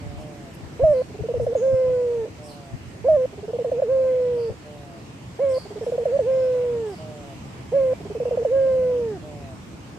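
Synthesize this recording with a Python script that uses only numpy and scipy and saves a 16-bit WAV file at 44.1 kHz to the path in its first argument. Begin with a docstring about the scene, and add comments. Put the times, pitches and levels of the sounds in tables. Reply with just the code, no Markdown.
"""A caged dove sings four phrases close by: a short coo, a stuttering roll that swells, a long falling coo.
Air pushed through its voice box makes a nearly pure tone, and a harder push is both higher and louder.
After each phrase it breathes in with a faint reedy buzz. Small birds chirp far off in the garden,
their calls scattered by leaves and walls. Behind it all are a low outdoor rumble, a steady hiss,
and a few puffs of breeze thudding on the microphone."""
import sys
import numpy as np
from scipy import signal
from scipy.fft import rfft, irfft, next_fast_len
from scipy.io import wavfile
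from scipy.ndimage import uniform_filter1d, map_coordinates

SR = 44100
rng = np.random.default_rng(int(sys.argv[2]) if len(sys.argv) > 2 else 0)


def store_pcm(level_fs):
    """Save levels as 16-bit WAV."""
    pcm = np.round(np.clip(level_fs, -1, 1) * 32767).astype(np.int16)
    wavfile.write(sys.argv[1], SR, np.atleast_2d(pcm).T)


N = 440118

# How strong the rumble is from low to high: frequency_hz, gain_db
RUMBLE_SPECTRUM = [(15, -59), (25, -35), (46, -12), (75, -2), (129, -0.5), (227, -6), (288, -6.5),
                   (336, -7), (360, -19.5), (420, -23.5), (550, -37), (920, -120)]
# How the rumble swells and fades: time_s, gain_db
RUMBLE_SWELL = [(0, -40), (2.2, -43), (5.4, -43.5), (6.8, -41.5), (9.2, -39.5), (9.98, -42)]
# How strong the hiss is from low to high: frequency_hz, gain_db
HISS_SPECTRUM = [(200, -16.5), (380, -1), (700, -5), (1000, -7), (1500, -12), (2700, -13), (3700, -19),
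                 (5200, -20), (8400, -22.5), (9700, -32.5), (12600, -31.5), (13400, -42), (15500, -41)]
# The slight drift in the hiss's loudness: time_s, gain_db
HISS_DRIFT = [(0, -55.3), (1, -56), (5.2, -56.5), (5.8, -54.5), (8.4, -55), (9.98, -56.5)]
# How alike the garden noise is on both sides (1 = the same): frequency_hz, likeness
GARDEN_LIKENESS = [(60, 0.82), (150, 0.92), (380, 0.67), (950, 0), (2400, 0)]
# Which side the garden noise leans to: frequency_hz, left_minus_right_db
GARDEN_BALANCE = [(130, -0.1), (400, -1.5), (1000, 0.5), (2000, -1.2), (4000, -3), (12000, -3)]
# The stronger puffs of breeze: start_s, length_s, level_db, side (0 left, 1 right)
BREEZE_PUFFS = [(0, 0.27, -40, 0), (0, .26, -37.5, 1), (.61, 0.09, -36, 0), (.815, 0.043, -22, 0),
                (.885, 0.041, -29.5, 0), (1.2, 0.036, -27, 0), (1.32, 0.18, -30.5, 0),
                (1.725, .028, -24, 1), (1.85, .09, -35.5, 1), (2.735, .024, -26.5, 0), (3.09, .1, -36, 0),
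                (4.498, 0.0272, -28.5, 0)]
# How long the garden's echo takes to fade by 60 dB: frequency_hz, fade_s
ECHO_FADE = [(300, 0.2), (2000, .35), (5000, 0.6), (12000, 0.57)]
# Brief dry swishes: start_s, length_s, gain_db, centre_hz
RUSTLES = [(.17, .08, -54, 5980), (.535, .028, -50.5, 10360), (1.4, 0.069, -53, 7200)]
# The softening of their highest treble: frequency_hz, gain_db
RUSTLE_SOFTENING = [(12000, -1.5), (14000, -8.0)]
# A far bird's call, a harsh squeak and then a falling chip:
# start_s, squeak_gain_db, chip_start_hz, chip_end_hz, chip_length_s, chip_gain_db
BIRD_CALLS = [(.885, -64.5, 4980, 3990, 0.066, -57), (2.425, -56.5, 5000, 3840, .055, -53),
              (4.322, -70, 4770, 4640, .09, -55), (5.482, -56.5, 4770, 4540, .07, -47),
              (5.82, -61.5, 7200, 7020, 0.053, -62), (6.852, -63.5, 5200, 4500, .07, -57)]
# The tones that make up a squeak: pitch_multiple, gain_db
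SQUEAK_TONES = [(2, -0.5), (3, 1), (4, -7)]
# Thin whistles of other birds: start_s, length_s, start_hz, end_hz, gain_db
WHISTLES = [(1.555, .048, 6720, 6450, -51), (1.62, .23, 5340, 5170, -67), (6.3, 0.174, 5224, 5150, -63.5),
            (7.66, 0.17, 2400, 2100, -60), (8.08, 0.25, 2501, 2780, -59.5)]

# The dove's breaths in: start_s, length_s, start_hz, end_hz, gain_db
INHALES = [(.01, 0.25, 146, 138, -47), (0.174, 0.35, 153.9, 131.6, -46), (2.383, .37, 150.8, 132, -46),
           (4.644, .37, 149.9, 131.2, -46.5), (6.979, .38, 157.7, 132.2, -43),
           (9.223, 0.34, 152.7, 126, -44.5)]
# Where its throat rings as it breathes in: centre_hz, width_hz, gain_db
THROAT_RESONANCES = [(450, 52, -3.5), (610, 70, 0.5), (665, 71, 0.5)]
# Fainter tones above the voice's pitch: pitch_multiple, gain_at_500_hz_db, gain_per_octave_down_db
OVERTONES = [(2, -30.5, 31.5), (3, -37.5, 14), (4, -42.5, 38), (5, -48.5, 13)]
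# How the windpipe colours those overtones: frequency_hz, gain_db
WINDPIPE_COLOUR = [(700, 12), (850, 1), (980, -2), (1060, 0), (1280, -0.5), (1410, -6), (1530, -1.5),
                   (1610, 2.5), (1780, 6.5), (1900, -7), (2050, 2.5), (2700, -4.5)]
# The overtones brighten and dull as the head turns: time_s, gain_db
HEAD_TURN = [(4.5, -.8), (5.4, 3.5), (6.4, 0), (7.8, 1), (9, -1.5)]
# Air pressure drives both pitch and loudness in a coo: pitch_hz, gain_db
LOUDNESS_BY_PITCH = [(340, -42), (420, -29), (460, -25.5), (510, -20), (560, -16.5), (655, -12.5)]
# The coo that opens each phrase: start_s, length_s, peak_before_flip_hz, high_voice_s, gain_db
SHORT_COOS = [(0.793, 0.23, 562, .098, 0), (3.04, 0.22, 562, .083, 0), (5.388, .197, 564.4, 0.00033, -1.6),
              (7.718, .219, 564.6, 0.003, 0.2)]
# Each roll slows down; a beat has a share of the next beat's extra length:
# beat_s, last_beat_extra_s, share, gain_db
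ROLLS = [(.0454, .0403, .568, .3), (.0513, .0528, .372, -.3), (.0536, .0823, .263, .3),
         (.0494, .0277, .487, 1.2)]
# The coo that closes each phrase: start_s, length_s, top_hz, end_hz, dip_time_s, gain_db
LONG_COOS = [(1.5511, .704, 545.3, 429.4, .042, 0.94), (3.82, 0.68, 545.6, 441, .044, 0.5),
             (6.19, .759, 542.3, 346, .048, 0), (8.449, .73, 554.5, 338, .039, 0.55)]
# Stutters where a coo is cut off with air to spare: start_s, first_gain_db
STUTTERS = [(2.255, -30.5), (4.497, -29)]
# Cage reflections make the dove louder on one side: frequency_hz, left_minus_right_db
CAGE_BALANCE = [(410, -3.5), (470, -1.5), (520, -1.5), (552, -4), (625, -2), (1500, 1.5)]
# They also shift its wave between the sides: frequency_hz, left_lead_radians
CAGE_PHASE = [(410, -0.11), (470, -0.33), (505, -0.39), (540, -0.75), (620, 0.23), (1500, 0.078)]


def amp(db):
    """Turn decibels into a number to multiply by."""
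    return 10 ** (np.asarray(db) / 20)


def unit(x):
    """Scale a sound to an average strength (rms) of 1."""
    return x / np.sqrt(np.mean(x ** 2) + 1e-20)


def at_hz(table, hz):
    """Read between a table's rows at a frequency, spacing octaves evenly."""
    frequencies, values = np.transpose(table)
    return np.interp(np.log(hz + 1), np.log(frequencies + 1), values)


def at_time(table, seconds):
    """Read between a table's rows at a time."""
    return np.interp(seconds, *np.transpose(table))


def clock(length_s):
    """The time of each sample in a sound this long."""
    return np.arange(max(int(length_s * SR), 8)) / SR


def add(track, start_s, sound):
    """Mix a sound into the track."""
    i = max(round(start_s * SR), 0)
    track[i:i + len(sound)] += sound[:max(len(track) - i, 0)]


def wobble(rate, size):
    """A smooth curve through `rate` random values a second."""
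    values = rng.standard_normal(int(size * rate / SR) + 4)
    return map_coordinates(values, [np.arange(size) * rate / SR])


def filtered(x, response):
    """Scale and shift each frequency of a sound by response(hz)."""
    n = x.shape[-1]
    padded = next_fast_len(n + SR // 10)
    return irfft(rfft(x, padded) * response(np.fft.rfftfreq(padded, 1 / SR)), padded)[..., :n]


def resonance(hz, centre_hz, width_hz):
    """How something that rings at one pitch responds to each frequency."""
    return 1j * hz * width_hz / (centre_hz ** 2 - hz ** 2 + 1j * hz * width_hz)


def band_noise(centre_hz, width_hz, size):
    """Noise of strength 1, gathered around one frequency."""
    return unit(filtered(rng.standard_normal(size), lambda hz: resonance(hz, centre_hz, width_hz) ** 2))


def fade(t, rise_s, fall_s):
    """A smooth fade in and fade out."""
    fade_in = np.sin(np.pi / 2 * np.clip(t / rise_s, 0, 1))
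    fade_out = np.sin(np.pi / 2 * np.clip((t[-1] - t) / fall_s, 0, 1))
    return fade_in * fade_out


def phase_of(hz):
    """How far a wave of changing pitch has turned, in radians."""
    return 2 * np.pi * np.cumsum(hz) / SR


def outdoor_noise(spectrum, patchy_db):
    """Stereo noise of strength 1, with random louder and softer patches in time and frequency."""
    bands = signal.stft(rng.standard_normal((2, N)), nperseg=512)[2]
    patches = uniform_filter1d(rng.standard_normal(bands.shape[1:]), size=6, axis=0)
    patches = uniform_filter1d(patches, size=18, axis=1)
    pair = signal.istft(bands * amp(patchy_db * unit(patches)), nperseg=512)[1][:, :N]
    spread = lambda hz: np.arccos(np.clip(at_hz(GARDEN_LIKENESS, hz), -1, 1)) / 2
    colour = lambda hz: amp(at_hz(spectrum, hz)) * [np.cos(spread(hz)), np.sin(spread(hz))]
    shared, opposed = filtered(pair, colour)
    stereo = np.array([shared + opposed, shared - opposed])
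    return unit(filtered(stereo, lambda hz: amp(np.array([[.5], [-.5]]) * at_hz(GARDEN_BALANCE, hz))))


def garden():
    """A far rumble with a wavering drone in it, under an even hiss."""
    t = np.arange(N) / SR
    rumble_db = at_time(RUMBLE_SWELL, t) + 1.0 + 0.23 * wobble(5.4, N)
    rumble = amp(rumble_db) * outdoor_noise(RUMBLE_SPECTRUM, patchy_db=1.0)
    drone = amp(-53) * band_noise(124, 18, N)
    hiss = amp(at_time(HISS_DRIFT, t) + 9.5) * outdoor_noise(HISS_SPECTRUM, patchy_db=1.4)
    return rumble + drone + hiss


def breeze(faint_count=4, faint_s=.09, faint_db=-41, faint_until_s=3.3):
    """Small swirls of air thud softly against one side of the microphone at a time."""
    out = np.zeros((2, N))
    draws = rng.random((faint_count, 2))
    faint_puffs = [(when * faint_until_s, faint_s, faint_db, side) for when, side in draws]
    for start_s, length_s, db, side in list(BREEZE_PUFFS) + faint_puffs:
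        t = clock(length_s)
        swirl = filtered(rng.standard_normal(SR // 2), lambda hz: resonance(hz, 99, 126) ** 3)[-len(t):]
        add(out[int(side > .5)], start_s, amp(db) * unit(swirl * fade(t, length_s / 3, length_s / 2)))
    return out


def garden_echo(sound):
    """Leaves and walls scatter a sound into a soft echo, different on each side."""
    hz, t, bands = signal.stft(rng.standard_normal((2, SR // 2)), SR, nperseg=256)
    decay = amp(-60 * t / at_hz(ECHO_FADE, hz)[:, None])
    tail = signal.istft(bands * decay, SR, nperseg=256)[1]
    return signal.fftconvolve(sound[None], tail / np.linalg.norm(tail[0]), axes=1)[:, :N]


def rustles(call_hiss_s=0.16, call_hiss_db=1, call_hiss_hz=10000):
    """Brief dry swishes in the treble, and the hiss of each harsh bird call."""
    out = np.zeros(N)
    hisses = [(start_s, call_hiss_s, db + call_hiss_db, call_hiss_hz) for start_s, db, *_ in BIRD_CALLS]
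    for start_s, length_s, db, centre_hz in list(RUSTLES) + hisses:
        t = clock(length_s)
        swish = band_noise(centre_hz, 6000, len(t)) * fade(t, length_s / 2, length_s / 2)
        add(out, start_s, amp(db) * swish)
    return filtered(out, lambda hz: amp(at_hz(RUSTLE_SOFTENING, hz)))


def bird_notes(squeak_base_hz=2640, squeak_rise=1.05, squeak_s=0.053, chip_delay_s=.048):
    """List every whistle, squeak and chip tone: start_s, length_s, start_hz, end_hz, gain_db."""
    notes = list(WHISTLES)
    for start_s, squeak_db, start_hz, end_hz, chip_s, chip_db in BIRD_CALLS:
        for k, db in SQUEAK_TONES:
            hz = k * squeak_base_hz
            notes.append((start_s, squeak_s, hz, hz * squeak_rise, squeak_db + db))
        for k, db in [(1, 0.0041), (2, -16.5)]:  # the chip and a weak tone an octave above
            notes.append((start_s + chip_delay_s, chip_s, k * start_hz, k * end_hz, chip_db + db))
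    return notes


def small_birds():
    """Gliding tones: a fast pitch wobble makes short chirps raspy and leaves long whistles nearly pure."""
    out = np.zeros(N)
    for start_s, length_s, start_hz, end_hz, db in bird_notes():
        t = clock(length_s)
        rasp_hz = 235 * min(0.13 / length_s, 1) ** 2 * wobble(1200, len(t))
        tone = np.sin(phase_of(np.linspace(start_hz, end_hz, len(t)) + rasp_hz))
        add(out, start_s, amp(db) * unit(tone * fade(t, 0.017, 0.015)))
    return out


def throat_gain(hz):
    """How strongly the dove's throat passes each frequency."""
    powers = (np.abs(amp(db) * resonance(hz, centre, width)) ** 2
              for centre, width, db in THROAT_RESONANCES)
    return np.sqrt(sum(powers))


def inhales(fade_db=5):
    """Air drawn in buzzes at a low, sinking pitch; the throat picks out three or four overtones."""
    out = np.zeros(N)
    for start_s, length_s, start_hz, end_hz, db in INHALES:
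        t = clock(length_s)
        pitch = start_hz + (end_hz - start_hz) * (t / length_s) ** 1.4
        pitch *= 1 + 0.0032 * wobble(65, len(t))
        buzz = sum(throat_gain(k * pitch) ** 1.56 * np.sin(k * phase_of(pitch)) for k in range(3, 8))
        loudness = amp(-fade_db * (t / length_s) ** 2) * fade(t, 0.029, .04)
        add(out, start_s, amp(db) * unit(buzz * loudness))
    return out


def voice_box(start_s, pitch, gain_db, bright_db=0, odd_db=0, jitter=.004):
    """A nearly pure tone: the puffed-up crop (a neck pouch) damps overtones, less so at low pitch."""
    n = len(pitch)
    phase = phase_of(pitch * (1 + jitter * wobble(130, n)))
    octaves_down = np.log2(500 / pitch)
    bright_db = bright_db + at_time(HEAD_TURN, start_s)
    tone = np.sin(phase)
    for k, db, per_octave_db in OVERTONES:
        overtone_db = db + bright_db + odd_db * (k % 2) + per_octave_db * octaves_down
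        colour_db = at_hz(WINDPIPE_COLOUR, k * pitch) + 2.5 * wobble(25, n)
        tone += amp(overtone_db + colour_db) * np.sin(k * phase)
    crop_ring = amp(-24) * band_noise(598.5, 80, n)  # rushing air makes the crop ring
    breath = amp(-41) * band_noise(600, 300, n)
    return amp(gain_db + 0.35 * wobble(110, n)) * (np.sqrt(2) * tone + crop_ring + breath)


def voice_catch(length_s, db):
    """A rough instant as the thin membranes in the voice box flap unevenly."""
    t = clock(length_s)
    flutter = band_noise(590, 150, SR // 4) + amp(-1) * band_noise(760, 100, SR // 4)
    return amp(db) * unit(flutter[:len(t)]) * fade(t, length_s / 3, length_s / 2)


def stutters(count=3, beat_s=0.019, blip_s=0.015, loss_db=7.5, start_hz=560, end_hz=390):
    """The voice's air valve reopens in rough, falling blips, each weaker than the last."""
    out, t = np.zeros(N), clock(blip_s)
    pitch = np.linspace(start_hz, end_hz, len(t))
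    for start_s, first_db in STUTTERS:
        for k in range(count):
            db = first_db - loss_db * k
            blip = voice_box(start_s, pitch, db) * fade(t, 0.0025, 0.0078)
            add(out, start_s + k * beat_s, blip + voice_catch(blip_s, db - 12))
    return out


def short_coos(peak_s=.045, scoop_s=.017, settle_hz=65.2, settle_s=.09, flip_s=0.0015, unflip_s=0.0061):
    """A rough catch, a slide up and a slow relaxing; pushed hard, the voice flips higher for a while."""
    out = np.zeros(N)
    for start_s, length_s, peak_hz, high_s, db in SHORT_COOS:
        t = clock(length_s)
        after_peak = np.maximum(t - peak_s, 0)
        scoop = 178.4 * np.maximum(np.exp(-t / scoop_s) - np.exp(-peak_s / scoop_s), 0)
        settle = settle_hz * (1 - np.exp(-after_peak / settle_s))
        flip_up = np.tanh((t - peak_s) / flip_s)
        flip_back = np.tanh((t - peak_s - high_s) / unflip_s)
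        flipped = (high_s > .01) * (flip_up - flip_back) / 2  # 1 in the high voice, else 0
        jump_ratio = 1.168 - .45 * after_peak
        pitch = (peak_hz - scoop - settle) * jump_ratio ** flipped
        flick = 130 * np.exp((t - length_s) / 0.0031)  # the closing valve bends the pitch up
        gain_db = db + at_hz(LOUDNESS_BY_PITCH, pitch)
        coo = voice_box(start_s, pitch + flick, gain_db, bright_db=1, odd_db=-5)
        add(out, start_s, coo * fade(t, 0.0055, 0.005))
        add(out, start_s, voice_catch(length_s=0.015, db=-37))
    return out


def roll_notes(count=8, first_db=-42, step_db=4, full_db=-25.5, weak_hz=380.5, full_hz=456.2):
    """List the notes as each roll swells, rises and slows: start_s, length_s, base_hz, gain_db."""
    k = np.arange(count)
    db = np.minimum(first_db + step_db * k, full_db)
    base_hz = np.interp(db, [full_db - 10, full_db], [weak_hz, full_hz])  # rises late in the swell
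    gaps_s = np.interp(db, [first_db, full_db], [.028, 0.014])  # weak notes leave longer silences
    notes = []
    for (coo_start_s, *_), (beat_s, extra_s, share, gain_db) in zip(LONG_COOS, ROLLS):
        beats_s = beat_s + extra_s * share ** k[::-1]
        starts_s = coo_start_s - np.cumsum(beats_s[::-1])[::-1]  # count back from the long coo
        notes += zip(starts_s, beats_s - gaps_s, base_hz, db + gain_db)
    return notes


def rolls(db_per_octave=25):
    """Each note bursts out high and sags; long ones recover. Pressure lifts both pitch and loudness."""
    out = np.zeros(N)
    for start_s, length_s, base_hz, db in roll_notes():
        t = clock(length_s)
        burst = 0.38 * np.exp(-t / min(0.09 * length_s, .012))
        sag = 0.064 * np.cos(np.pi / 2 * np.minimum(t / 0.049, 1)) ** 2
        recovery = .24 * np.sin(np.pi / 2 * np.clip((t - .042) / .06, 0, 1)) ** 2
        pressure = 1 + burst + sag + recovery
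        flick = 0.18 * np.exp((t - length_s) / 0.0025)  # the closing valve bends the pitch up
        gain_db = db + db_per_octave * np.log2(pressure)
        tone = voice_box(start_s, base_hz * (pressure + flick), gain_db, bright_db=-6, jitter=0.014)
        # Pent-up air escapes with a pop and rasps through the valve.
        pop = 1 + amp(-4) * min(length_s / .07, 1) * np.exp(-((t - .004) / 0.0024) ** 2)
        rasp = amp(-48) * band_noise(680, 110, len(t)) * (1 + 2 * np.exp(-t / 0.0039))
        add(out, start_s, (tone * pop + rasp) * fade(t, 0.0099, 0.0063))
    return out


def long_coos(burst_hz=105, burst_s=.0055, dip_hz=113.7, dip_width_s=.028, sag_hz_per_s=112,
              droop_s=.078, pop_db=3, pop_s=0.0068):
    """One long push of air: the pitch starts high, dips, recovers and falls, and loudness follows it."""
    out = np.zeros(N)
    for start_s, length_s, top_hz, end_hz, dip_time_s, db in LONG_COOS:
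        t = clock(length_s)
        held = top_hz - sag_hz_per_s * t
        burst = burst_hz * np.exp(-t / burst_s)
        dip = dip_hz * np.exp(-((t - dip_time_s) / dip_width_s) ** 2)
        droop = (held[-1] - end_hz) * np.exp((t - length_s) / droop_s)  # the air runs out
        pitch = held + burst - dip - droop
        gain_db = db + at_hz(LOUDNESS_BY_PITCH, pitch) + pop_db * np.exp(-t / pop_s)
        bright_db = -6 * np.exp(-(t / 0.093) ** 2)  # it starts as muffled as the roll
        add(out, start_s, voice_box(start_s, pitch, gain_db, bright_db) * fade(t, 0.0062, .005))
    return out


def dove():
    """The whole voice, coloured differently on the left and right by reflections in the cage."""
    voice = short_coos() + rolls() + long_coos() + stutters() + inhales()
    side = np.array([[.5], [-.5]])
    cage = lambda hz: amp(side * at_hz(CAGE_BALANCE, hz)) * np.exp(1j * side * at_hz(CAGE_PHASE, hz))
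    return filtered(voice, cage)


def scene():
    """The dove is near, with little echo; the other birds are far, echoing and a little to the right."""
    near, birds = dove(), small_birds()
    far = amp(-4.5) * (birds + rustles()) + amp(-0.5) * garden_echo(birds)
    lean_right = amp([[-1.5], [1.5]])
    dove_echo = amp(-28) * garden_echo(near.mean(axis=0))
    return near + dove_echo + far * lean_right + breeze() + garden()


def record(dry, top_hz=15250):
    """Cut away the very highest treble."""
    return filtered(dry, lambda hz: hz < top_hz)


dry = scene()
out = record(dry)
store_pcm(out)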